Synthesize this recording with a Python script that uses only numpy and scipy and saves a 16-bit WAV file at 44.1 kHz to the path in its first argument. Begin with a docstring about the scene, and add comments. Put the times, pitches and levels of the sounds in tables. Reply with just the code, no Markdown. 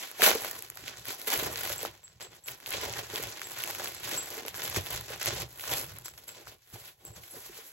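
"""In a small furnished room, a thin plastic mailer is ripped open, then pulled and crumpled off a soft parcel.
Random buckles ring many sizes of film patch for the crackle; short noise bursts make the lone snaps. The bag
pops hollow on struck modes, lumpy noise rings the squeezed parcel in low puffs, and bracelet charms clink as
decaying sines. A faint hush lies below. The stereo image varies with pitch, with short tails."""
import sys
import numpy as np
from scipy import signal
from scipy.fft import rfft, irfft, next_fast_len
from scipy.io import wavfile

SR = 44100
rng = np.random.default_rng(int(sys.argv[2]) if len(sys.argv) > 2 else 0)


def put_to_file(sound):
    """Save the sound as 16-bit audio at rate SR, in the file named by the first command-line argument."""
    columns = np.atleast_2d(sound).T  # one column per channel
    safe = np.clip(columns, -1, 1)
    whole_steps = np.round(safe * 32767)
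    wavfile.write(sys.argv[1], SR, whole_steps.astype(np.int16))


N = 340716   # length in samples


def from_db(db):
    """Decibels to gain."""
    return 10 ** (np.asarray(db) / 20)


def rms_one(x):
    """Scale to unit rms."""
    return x / np.sqrt(np.mean(x ** 2) + 1e-20)


def at_hz(points, hz, column=1):
    """Read a table column along log frequency."""
    points = np.array(points)
    return np.interp(np.log(hz), np.log(points[:, 0]), points[:, column])


def filtered(x, order, edges_hz, kind="band"):
    """Butterworth filter along the last axis."""
    return signal.sosfilt(signal.butter(order, edges_hz, kind, fs=SR, output="sos"), x)


def drift(rate_hz):
    """Slow random wander of unit rms: noise through two equal low-pass poles."""
    r = np.exp(-2 * np.pi * rate_hz / SR)
    noise = rng.standard_normal(N + 9000)
    return rms_one(signal.lfilter([1], [1, -2 * r, r * r], noise)[9000:])   # drop the filter's run-in


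def ring(clicks, hz, t60):
    """A resonator: each unit click starts a decaying sine of height 1."""
    r = from_db(-60 / (t60 * SR))
    w = 2 * np.pi * hz / SR
    return signal.lfilter([0, np.sin(w)], [1, -2 * r * np.cos(w), r * r], clicks + 1e-18)


def swells(s, db, swell_db, fade_db, rest_db):
    """Level in dB over time: gestures swell and fade evenly in dB, and their powers add over a rest level."""
    t = np.arange(0, N + 32, 32) / SR
    tenths = 10 * (t - s[:, None])
    drop_db = np.maximum(-tenths * swell_db[:, None], tenths * fade_db[:, None])
    each_db = db[:, None] - drop_db
    power = np.sum(from_db(2 * each_db), axis=0) + from_db(2 * rest_db)
    return np.interp(np.arange(N) / SR, t, 10 * np.log10(power))


# grips and pulls on the film: t of peak/s, crackle level/dB, swell/dB per 0.1 s, fade/dB per 0.1 s,
# large-fold level/dB re crackle before the folds trim
GRIPS = [(0.0, -41, 1, 12.5, -8), (0.197, -50, 69.5, 40, 12), (0.234, -19.5, 97, 23.5, -13),
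         (0.263, -23, 27.5, 17, 2), (0.447, -39.5, 9, 8, 2), (0.776, -50.5, 26, 10, -3),
         (0.879, -41.5, 25, 13, -5), (1.097, -38.5, 21.5, 18, 1.5), (1.205, -52, 42, 2, -2),
         (1.276, -32.5, 148.5, 18, -4), (1.325, -32.5, 58, 16, 2.5), (1.465, -37.5, 7.5, 14.5, 11),
         (1.66, -37.5, 6.5, 15, 0), (1.715, -39, 14, 27, -3), (1.842, -43, 12.5, 18.5, 3.5),
         (2.11, -65.5, -0.5, 45, 0), (2.204, -46.5, 250, 19.5, 5), (2.228, -50.5, 86, 26, -5),
         (2.361, -53.5, 14.5, 42, 5.5), (2.481, -39, 93, 31, -6), (2.519, -46, 30, 47, -6),
         (2.61, -55.5, 15, 10, 5.5), (2.672, -40.5, 120, 37, -5), (2.745, -33.5, 25, 22, 2),
         (2.824, -35.5, 33, 12.5, 4.5), (2.988, -36, 15, 27.5, 0), (3.164, -38, 13, 5.5, 1.5),
         (3.423, -44, 20, 31.5, -4), (3.635, -40, 7, 3, -1), (3.862, -40, 10, 20, 5),
         (3.953, -47.5, 71, 20, 2), (4.052, -39.5, 29, 25, 4.5), (4.134, -35.5, 18.5, 12, 2),
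         (4.24, -44.5, 20, 13, 2), (4.383, -42, 9.5, 27, 4), (4.485, -45, 13, 33, 0),
         (4.551, -42.5, 74, 17, -9), (4.626, -40, 13, 7, 1.5), (4.745, -39.5, 30, 30, 5),
         (4.765, -30, 110, 48, 0), (4.922, -40, 8, 7.5, 2), (5.118, -39.5, 33, 17.5, -1),
         (5.214, -37.5, 52, 35, -12), (5.269, -33.5, 37, 19, 1), (5.334, -39, 61, 20, 0),
         (5.413, -36, 16.5, 39, 4), (5.729, -35, 11.5, 11.5, 1.5), (6.0, -56.5, 0.5, 30, 6.5),
         (6.051, -47, 117.5, 21, -2), (6.14, -63, 20, 22, 7), (6.18, -60.5, 50, 20, 7),
         (6.285, -48.5, 150, 26, -1), (6.39, -54.5, 7.5, 26, 9.5), (6.476, -54, 90, 25, 7),
         (6.53, -55.5, 3.5, 55, 4), (6.62, -76, 60, 4, -20), (6.725, -65, 15, 22, -20),
         (6.74, -51.5, 90, 23, 9), (6.885, -52, 7, 30, -3.5), (7.01, -63.5, 36, 4, 14.5),
         (7.072, -56, 39, 22, 11), (7.164, -53.5, 61, 18, 5.5), (7.237, -53, 45, 20, -3),
         (7.356, -49.5, 18, 25, 5), (7.445, -51.5, 9, 10, -4), (7.571, -53, 9, 4.5, -2)]
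# level of the fine creases: t/s, level/dB re crackle
TREBLE = [(0.0, -3), (0.31, 0.5), (0.7, -0.5), (0.93, -7), (1.24, 3.5), (1.54, 2.5), (1.85, -2.5),
          (2.16, -10), (2.47, 1), (2.78, -6), (3.4, -2.5), (4.01, -0.5), (4.63, -2), (4.94, 1),
          (5.25, -4.5), (5.56, 2), (5.87, 2), (6.18, 2.5), (6.48, -0.5), (6.79, 6.5), (7.1, -2),
          (7.41, 5.5), (7.72, 6)]
# hiss of sliding film, most in the rip and on the bare tissue wrap: t/s, level/dB re buckles
SLIDING = [(0, -2.5), (.2, 6), (.24, 1.5), (.35, -5), (6.5, -5), (6.9, 2.5), (7.73, 4.5)]


def handling():
    """Grips drive the crackle; large folds give way after the small ones, creases and sliding follow curves."""
    fold_lag_s, folds_trim_db, rest_db = 0.016, -1.5, -88
    s, db, swell_db, fade_db, share_db = np.transpose(GRIPS)
    crackle_db = swells(s, db, swell_db, fade_db, rest_db)
    large_db = swells(s + fold_lag_s, db + share_db + folds_trim_db, swell_db, fade_db, rest_db)
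    t = np.arange(N) / SR
    creases_db = np.interp(t, *np.transpose(TREBLE))
    rub_db = np.interp(t, *np.transpose(SLIDING))
    return crackle_db, large_db - crackle_db, creases_db, rub_db


def by_size(hz, folds_db, creases_db):
    """Large folds sound low, fine creases high; their levels blend over pitch."""
    low = np.clip(np.log2(1400 / hz), 0, 1)
    high = np.clip(2 * np.log2(hz / 7000), 0, 1)
    return low * folds_db + high * creases_db


# tone of the crackling film: f/Hz, level/dB per Hz
FILM = [(260, -2), (400, 9), (600, 1.5), (900, 1.5), (1500, 1), (3000, 3), (5500, 1.5), (9300, -5.5),
        (11000, -2), (13000, -1), (15500, 2.5)]


def film(crackle_db, folds_db, creases_db, rub_db):
    """Random buckles and sliding hiss ring film patches of 30 sizes, dealt out to three places."""
    rate_per_s, clump_db, spread_db = 800, 3.0, 3.5   # rate before clumping
    patchy_db, cycles = 2.5, 6.6   # cycles of ringing until 60 dB down
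    born = rng.random(N) < rate_per_s * from_db(clump_db * drift(60)) / SR
    sizes = born * from_db(spread_db * np.minimum(rng.exponential(1, N), 4))
    pitches = np.geomspace(270, 15500, 30)
    middle = (pitches > 1200) * (pitches < 7000)
    reference = np.sqrt(np.sum(pitches * from_db(2 * at_hz(FILM, pitches)) * middle))
    colours = [drift(21) for k in range(6)]   # neighbouring sizes of fold wake and rest together
    out = np.zeros((3, N))
    for k, hz in enumerate(pitches):
        buckles = rms_one(sizes * rng.standard_normal(N))   # each buckle moves each patch differently
        hiss = from_db(rub_db) * rng.standard_normal(N)   # film sliding on film
        shake = (buckles + hiss) / np.sqrt(1 + from_db(2 * rub_db))
        ring_rms = np.sqrt(SR * (cycles / hz) / (12 * np.log(10)))   # under unit noise
        tone = from_db(at_hz(FILM, hz)) * np.sqrt(hz) / reference   # sqrt(hz): patches are log spaced
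        level_db = crackle_db + by_size(hz, folds_db, creases_db) + patchy_db * colours[k // 5]
        out[k % 3] += ring(shake * tone / ring_rms * from_db(level_db), hz, cycles / hz)
    return filtered(out, 4, 240, "high")   # small patches move no bass


def stray_snaps(crackle_db):
    """Lesser snaps fall at random moments, as strong as the handling allows; rows as in SNAPS."""
    rate_per_s, over_crackle_db, spread_db = 26, 6, 3.5
    folds_db, creases_db = -9, -3
    s = np.cumsum(rng.exponential(1, 200)) / rate_per_s
    peak_db = crackle_db[np.minimum(s * SR, N - 1).astype(int)] + over_crackle_db
    rows = np.c_[s, peak_db, np.full((200, 2), [folds_db, creases_db])]
    rows[:, 1:] += spread_db * rng.standard_normal((200, 3))
    return rows[s < N / SR - .01]


# lone snaps of the film: t/s, level/dB before the part gains, large folds/dB re level, fine creases/dB re level
SNAPS = [(0.1146, -31.5, -16, 3.5), (0.2087, -21, -11, -1), (0.2201, -9.5, -17, 1), (0.2277, -16, -10, -4),
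         (0.2416, -11, -19, -13), (0.2655, -17, -9, -7), (0.276, -21, -5, -5), (0.2997, -17, -18, -8),
         (0.3147, -12.5, -9, -12), (0.3512, -28, 1, 10.5), (0.3586, -31, -6, -9), (0.4367, -37, -10, 9),
         (0.4475, -23, -4, -2), (0.5538, -36, -18, 6), (0.5914, -45, -14, 19), (0.6237, -31.5, -16, 9),
         (0.6499, -35, -22, -9.5), (0.6638, -42, -6, 0.5), (0.7011, -32.5, -23, 10),
         (0.7565, -43, -14, 8.5), (0.7728, -27, -22, -5), (0.8803, -24, -12, -5), (1.0551, -32, -15, 4),
         (1.093, -34.5, -19, 2), (1.2158, -25, -23, 0), (1.2732, -25, -12, 1), (1.3027, -23, -13, -12),
         (1.3219, -23, -14, -6), (1.3596, -28, -4, 0), (1.3765, -32, -8, 14), (1.5582, -22, -21, -18),
         (1.5913, -30, -20, 4), (1.7005, -24, -7.5, 0), (1.7201, -26, -19, -14), (1.7814, -37, -15, 12),
         (1.8299, -28, -14, 7), (1.851, -26, 1, -4), (1.8595, -25.5, -12, -9), (2.0795, -40, -15, -7),
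         (2.2002, -47, 5, -0.5), (2.2142, -41, -6, -14), (2.2256, -40, -5, 6), (2.3317, -44, -6, -15),
         (2.4603, -43, -7, 11), (2.4734, -46, -8, 12), (2.4847, -23.5, -15, -11), (2.6023, -40.5, -20, 4),
         (2.6614, -25, -18, -5), (2.6668, -29, -20, 1), (2.6952, -39, -16, 4), (2.7065, -30, -12, 10),
         (2.7269, -32, -11, 9), (2.8136, -24, -17, 0), (2.8345, -30, 2, -14), (2.8605, -30, -16, -7),
         (2.8969, -23, -20, -7), (2.9265, -30, -11, 5), (2.9374, -23.5, -16, -10), (2.9728, -29, -14, -3),
         (3.1589, -20, -14, -2), (3.2266, -32, -11, 9), (3.3951, -30, -9, -11), (3.4168, -25, -23, -2),
         (3.5879, -33.5, -19, 9), (3.622, -28, -20, 5), (3.6381, -18.5, -19, 2), (3.6853, -37, -3, 6),
         (3.6985, -33, -1, -15), (3.7092, -30, -14, 7), (3.7502, -27.5, -12, 4), (3.7973, -34, -1, -17),
         (3.8195, -33, 3, -5), (3.839, -33, -10, 7), (3.8452, -31, -14, 9), (3.8581, -25, -15, -14),
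         (3.8743, -24, -22, -5), (3.8817, -31, -17, 6), (3.9208, -35, -19, 4), (3.948, -34, -9, 7),
         (4.048, -34, -10, -2), (4.0812, -31, -12, 4), (4.3377, -39, -6, 11), (4.3429, -32, -15, 3),
         (4.4514, -31, -3, -24), (4.464, -30, -18, 4), (4.4824, -21, -14, 1), (4.5436, -27, -10, -6),
         (4.6197, -23, -16, -15), (4.6792, -22.5, -14, 0), (4.6989, -31, -20, 10), (4.7277, -31, -13, -2),
         (4.7456, -27, -10, -9), (4.7624, -15, -25, -5), (4.9618, -34, -18, 8), (4.976, -24.5, -18, -8),
         (5.0108, -32.5, -14, 8), (5.1341, -32, -13, -7), (5.2175, -24.5, -21.5, -18),
         (5.2258, -26, -17, 0), (5.2297, -24, -25, 6), (5.2503, -23, -14, 2), (5.2593, -20, -11, 6),
         (5.3728, -37, -11, 5), (5.4012, -34, -10, 10), (5.42, -26.5, -21, -4), (5.5962, -29.5, -15, -20),
         (5.6395, -29, -3, -6), (5.7374, -17, -23, 2), (5.7961, -31, -21, 9), (5.9617, -39, -5, -4),
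         (5.9863, -39, -7, 10.5), (6.0215, -43, -15, 0), (6.0823, -29.5, -20, 1), (6.1383, -47, 0, -15),
         (6.1778, -36.5, -16, -13), (6.1811, -41, -13, 6), (6.2378, -40, -24, -12), (6.2825, -45, -2, 16),
         (6.292, -32, -14, -6), (6.4108, -42, -16, 1), (6.4713, -40.5, 3.5, -4), (6.4775, -40, -9, -19),
         (6.4954, -43, -19.5, 5), (6.5166, -44, -15, 0), (7.0514, -41.5, -7.5, 12), (7.2362, -38, -17, -7),
         (7.3086, -48.5, -13, 10)]
# folds, body and creases of a snap: from f/Hz, to f/Hz, gain/dB
SNAP_PARTS = [(404, 1650, 5.5), (1240, 5960, 6), (7000, 15700, 8)]


def snaps(crackle_db):
    """A snap is a very short dying run of buckles in three sizes of fold; snaps take turns among four places."""
    burst_s = 0.00027
    s, db, folds_db, creases_db = np.transpose(np.vstack([SNAPS, stray_snaps(crackle_db)]))
    steps = np.arange(SR // 120)
    bursts = rng.standard_normal((len(s), len(steps))) * np.exp(-steps / SR / burst_s)
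    bursts[:, 0] = 4.0 * np.sign(bursts[:, 0])   # a strong first buckle
    at = np.round(s * SR).astype(int)[:, None] + steps
    place = np.arange(len(s))[:, None] % 4
    out = np.zeros((4, N))
    for (low_hz, high_hz, part_db), share_db in zip(SNAP_PARTS, [folds_db, 0, creases_db]):
        shapes = filtered(bursts, 2, [low_hz, high_hz])
        shapes /= np.abs(shapes).max(axis=1, keepdims=True)
        np.add.at(out, (place, at), from_db(db + share_db + part_db)[:, None] * shapes)
    return out


# hollow pops as a fold flips or a hand lands: t/s, level/dB before trim and mode levels,
# deep part/dB re level, hollow f/Hz
POPS = [(0.195, -29, -19, 721), (0.224, -24.5, -25, 466), (0.351, -22, -31, 466), (0.834, -41, -7, 301),
        (1.272, -38, -23, 493), (1.281, -32.5, -26, 487), (1.322, -28, -21, 890), (1.423, -26, -20, 474),
        (1.699, -31.5, -20, 581), (1.83, -30, -26, 500), (2.203, -45.5, -18, 466), (2.743, -32, -17, 549),
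        (3.132, -29.5, -26, 431), (3.195, -34, -15, 476), (3.795, -34.5, -20, 611), (4.125, -34, -21, 509),
        (4.141, -34, -17, 603), (4.373, -35.5, -22, 463), (4.451, -36, -27, 470), (4.766, -24.5, -12, 398),
        (5.102, -34.5, -14, 500), (5.278, -30, -11, 565), (5.326, -30.5, -16, 447),
        (5.715, -32.5, -11, 490), (6.73, -46.5, -1, 310), (7.331, -45, -17, 307), (7.342, -41.5, -18, 549),
        (7.364, -42.5, -16, 431), (7.493, -43, -17, 401), (7.585, -42.5, -28, 466)]
# modes of the bag with the hollow at 500 Hz: f/Hz, level/dB, t60/s
BAG = [(111, 4, 0.044), (161, 0, 0.057), (300, -3, 0.07), (421, -1, 0.06), (501, 5, 0.055), (640, -5, .03),
       (950, -5, 0.018), (1300, -5, 0.013)]


def pops():
    """Each pop strikes the bag's modes; the upper ones shift with the size of the hollow at that moment."""
    trim_db, scatter_db, rise_s = -3.0, 2.6, 0.002
    s, db, deep_db, hollow_hz = np.transpose(POPS)[:, :, None]
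    hz, level_db, t60 = np.transpose(BAG)
    steps = np.arange(SR // 10)
    t = steps / SR
    deep = hz < 200   # these modes keep their pitch
    pitches = np.where(deep, hz, hz * hollow_hz / 500)[:, :, None]
    scatter = scatter_db * rng.standard_normal((len(s), len(hz)))
    strengths_db = db + trim_db + level_db + deep_db * deep + scatter
    decays = from_db(strengths_db[:, :, None] - 60 * t / t60[:, None])
    signs = (-1) ** np.arange(len(hz))[:, None]
    rings = np.sum(decays * np.sin(2 * np.pi * pitches * t) * signs, axis=1)
    rings *= 1 - np.exp(-t / rise_s)
    out = np.zeros(N + len(steps))
    np.add.at(out, np.round(s * SR).astype(int) + steps, rings)
    return filtered(out[:N], 2, [70, 1800])   # a soft contact


# squeezes of the parcel: t of peak/s, puff level/dB, swell/dB per 0.1 s, fade/dB per 0.1 s
SQUEEZES = [(0.237, -46, 49.0, 36.0), (0.373, -55.0, 11, 33.0), (0.429, -57.5, 35.0, 2.5),
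            (0.844, -53.5, 18, 16.0), (1.01, -54, 33.5, 36.0), (1.083, -57.5, 57.0, 12.0),
            (1.438, -43.5, 17, 7), (1.663, -48.5, 22.0, 5.5), (2.146, -62, 40, 6), (2.287, -63, 100, 5),
            (2.512, -57.5, 33, 18.0), (2.764, -45, 19, 10), (2.882, -43.5, 27.0, 28),
            (2.996, -47, 33.0, 19), (3.248, -46.5, 9, 21), (3.833, -57.5, 2, 14), (4.019, -53, 25.5, 25.5),
            (4.159, -51, 5, 14), (4.427, -59, 5.0, 23.0), (4.518, -51.5, 48, 48.0), (4.702, -48.0, 6, 41.0),
            (4.781, -34, 56, 24), (4.956, -41, 16, 15), (5.115, -47, 74.0, 13.5), (5.281, -41.5, 51.0, 7.5),
            (5.446, -43.5, 9, 41), (5.746, -41, 21.5, 38.0), (5.866, -46.5, 15.5, 9),
            (6.143, -59, 33.0, 10), (6.39, -64.5, 6.0, 20), (6.478, -52.5, 34, 17), (6.738, -43, 135, 19),
            (7.101, -49, 32, 17.0), (7.171, -45, 57.0, 26), (7.371, -55, 29, 29.0), (7.5, -53, 40.0, 26.0)]
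# low resonances of bag and parcel: f/Hz, width/Hz, level/dB before the band filter
PUFF = [(73, 18, -3.5), (113.5, 25.6, 8), (152, 28, -2.5)]


def puffs():
    """Squeezed air and soft bumps come in lumps and ring the parcel briefly."""
    lump_db, rest_db = 2.5, -73.5
    push = rng.standard_normal(N) * from_db(lump_db * drift(25))
    body = sum(from_db(db) * rms_one(ring(push, hz, 2.05 / width)) for hz, width, db in PUFF)
    puff_db = swells(*np.transpose(SQUEEZES), rest_db)
    return from_db(puff_db) * rms_one(filtered(body, 3, [45, 180]))


# bracelet charms touching: t/s, level/dB before mode levels, middle mode/dB re level, top modes/dB re level
CLINKS = [(1.776, -40.5, -9, -10), (2.0388, -47, -12, 0), (2.2236, -46, -4, -8), (2.438, -49, -10, -2),
          (2.666, -55, -15, -12), (3.148, -50, -15, -10), (3.4426, -42.5, -15, -10), (3.843, -50, 1.5, 16),
          (3.963, -51, -12, -10.5), (4.1634, -43, -12, -10), (4.1754, -31, -20, -14), (6.046, -44, -7, -10),
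          (6.279, -45, -11, -6), (7.0507, -46, -9, -7.5), (7.1302, -53, -15, -10),
          (7.3103, -56.5, 13.5, -10)]
# modes of a charm: f/Hz, level/dB, t60/s
CHARM = [(7666, 4, .21), (7702, -1, .09), (11070, 2, .11), (14300, 2, .04), (15600, -1, .03)]


def bracelet():
    """Each touch rings the modes of a charm; the lowest is a close pair that beats."""
    s, db, middle_db, top_db = np.transpose(CLINKS)
    shares_db = [0, 0, middle_db, top_db, top_db]
    out = np.zeros(N)
    for k, ((hz, level_db, t60), share_db) in enumerate(zip(CHARM, shares_db)):
        clicks = np.zeros(N)
        clicks[np.round(s * SR).astype(int)] = from_db(db + level_db + share_db)
        out += ring(clicks, hz, t60) * (-1) ** k
    return out


# colour of the room tone: f/Hz, level/dB per Hz before scaling to the overall level
AIR = [(40, -1.5), (110, 6), (300, -8.5), (700, -23), (4000, -20), (15000, -6)]


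def room_tone():
    """A faint steady hush: noise shaped in frequency, at an rms of -72.5 dB."""
    hz = np.maximum(np.arange(N // 2 + 1) * SR / N, 1)
    spectrum = rfft(rng.standard_normal(N)) * from_db(at_hz(AIR, hz))
    return from_db(-72.5) * rms_one(irfft(spectrum, N))


# stereo image by pitch: f/Hz, share alike in both channels/0-1, phase of left over right/rad,
# level of left over right/dB
STEREO_IMAGE = [(60, .9, 0, 1), (160, .82, 0, 1.5), (320, .7, 0, -1.5), (700, .5, 0, -.5),
                (2000, .45, -.7, -.5), (5000, .35, -2.6, -1.5), (6900, .75, -.1, -1.5), (7700, .9, .8, -1),
                (8600, .99, 3.0, 0), (9900, .995, 3.25, 0), (10500, .8, 4.4, 0), (11200, .99, 6.15, 0),
                (12400, .995, 6.4, 0), (13200, .85, 7.8, 0), (13900, .995, 9.35, 0), (15200, .99, 9.55, 0),
                (15700, .8, 10.6, -1)]


def heard(x, t60):
    """One share is alike in both channels but for phase and level; the rest is a short noise tail of each."""
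    size = next_fast_len(N + SR // 2)
    hz = np.maximum(np.arange(size // 2 + 1) * SR / size, 1)
    alike = np.clip(at_hz(STEREO_IMAGE, hz), 0, 1)
    sides = np.array([[.5], [-.5]])   # left and right take half of each difference
    phase = np.exp(1j * at_hz(STEREO_IMAGE, hz, column=2) * sides)
    balance = from_db(at_hz(STEREO_IMAGE, hz, column=3) * sides)
    tail = rng.standard_normal((2, SR // 4)) * from_db(-60 * np.arange(SR // 4) / SR / t60)
    tail /= np.sqrt(np.sum(tail ** 2, axis=1, keepdims=True))
    path = np.sqrt(alike) * phase + np.sqrt(1 - alike) * rfft(tail, size)
    return irfft(rfft(x, size) * path * balance, size)[:, :N]


def scene():
    """Bag, parcel, wrist and room are heard with room tails; snaps stand out over their nearest echoes."""
    room_t60_s, bag_face_t60_s = 0.079, 0.006
    crackle_db, folds_db, creases_db, rub_db = handling()
    film_1, film_2, film_3 = film(crackle_db, folds_db, creases_db, rub_db)
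    by_wrist = film_1 + bracelet()
    by_parcel = film_2 + puffs() + pops() + room_tone()
    diffuse = sum(heard(x, room_t60_s) for x in (by_wrist, by_parcel, film_3))
    return diffuse + sum(heard(x, bag_face_t60_s) for x in snaps(crackle_db))


def top_cut(x):
    """Nothing passes above the cut-off."""
    return signal.sosfilt(signal.butter(12, 17140, fs=SR, output="sos"), x)


def record(dry):
    """The top is cut steeply at 15.9 kHz."""
    mix = signal.sosfilt(signal.ellip(10, .5, 32, 15900, fs=SR, output="sos"), dry)
    return top_cut(mix)


dry = scene()
out = record(dry)
put_to_file(out)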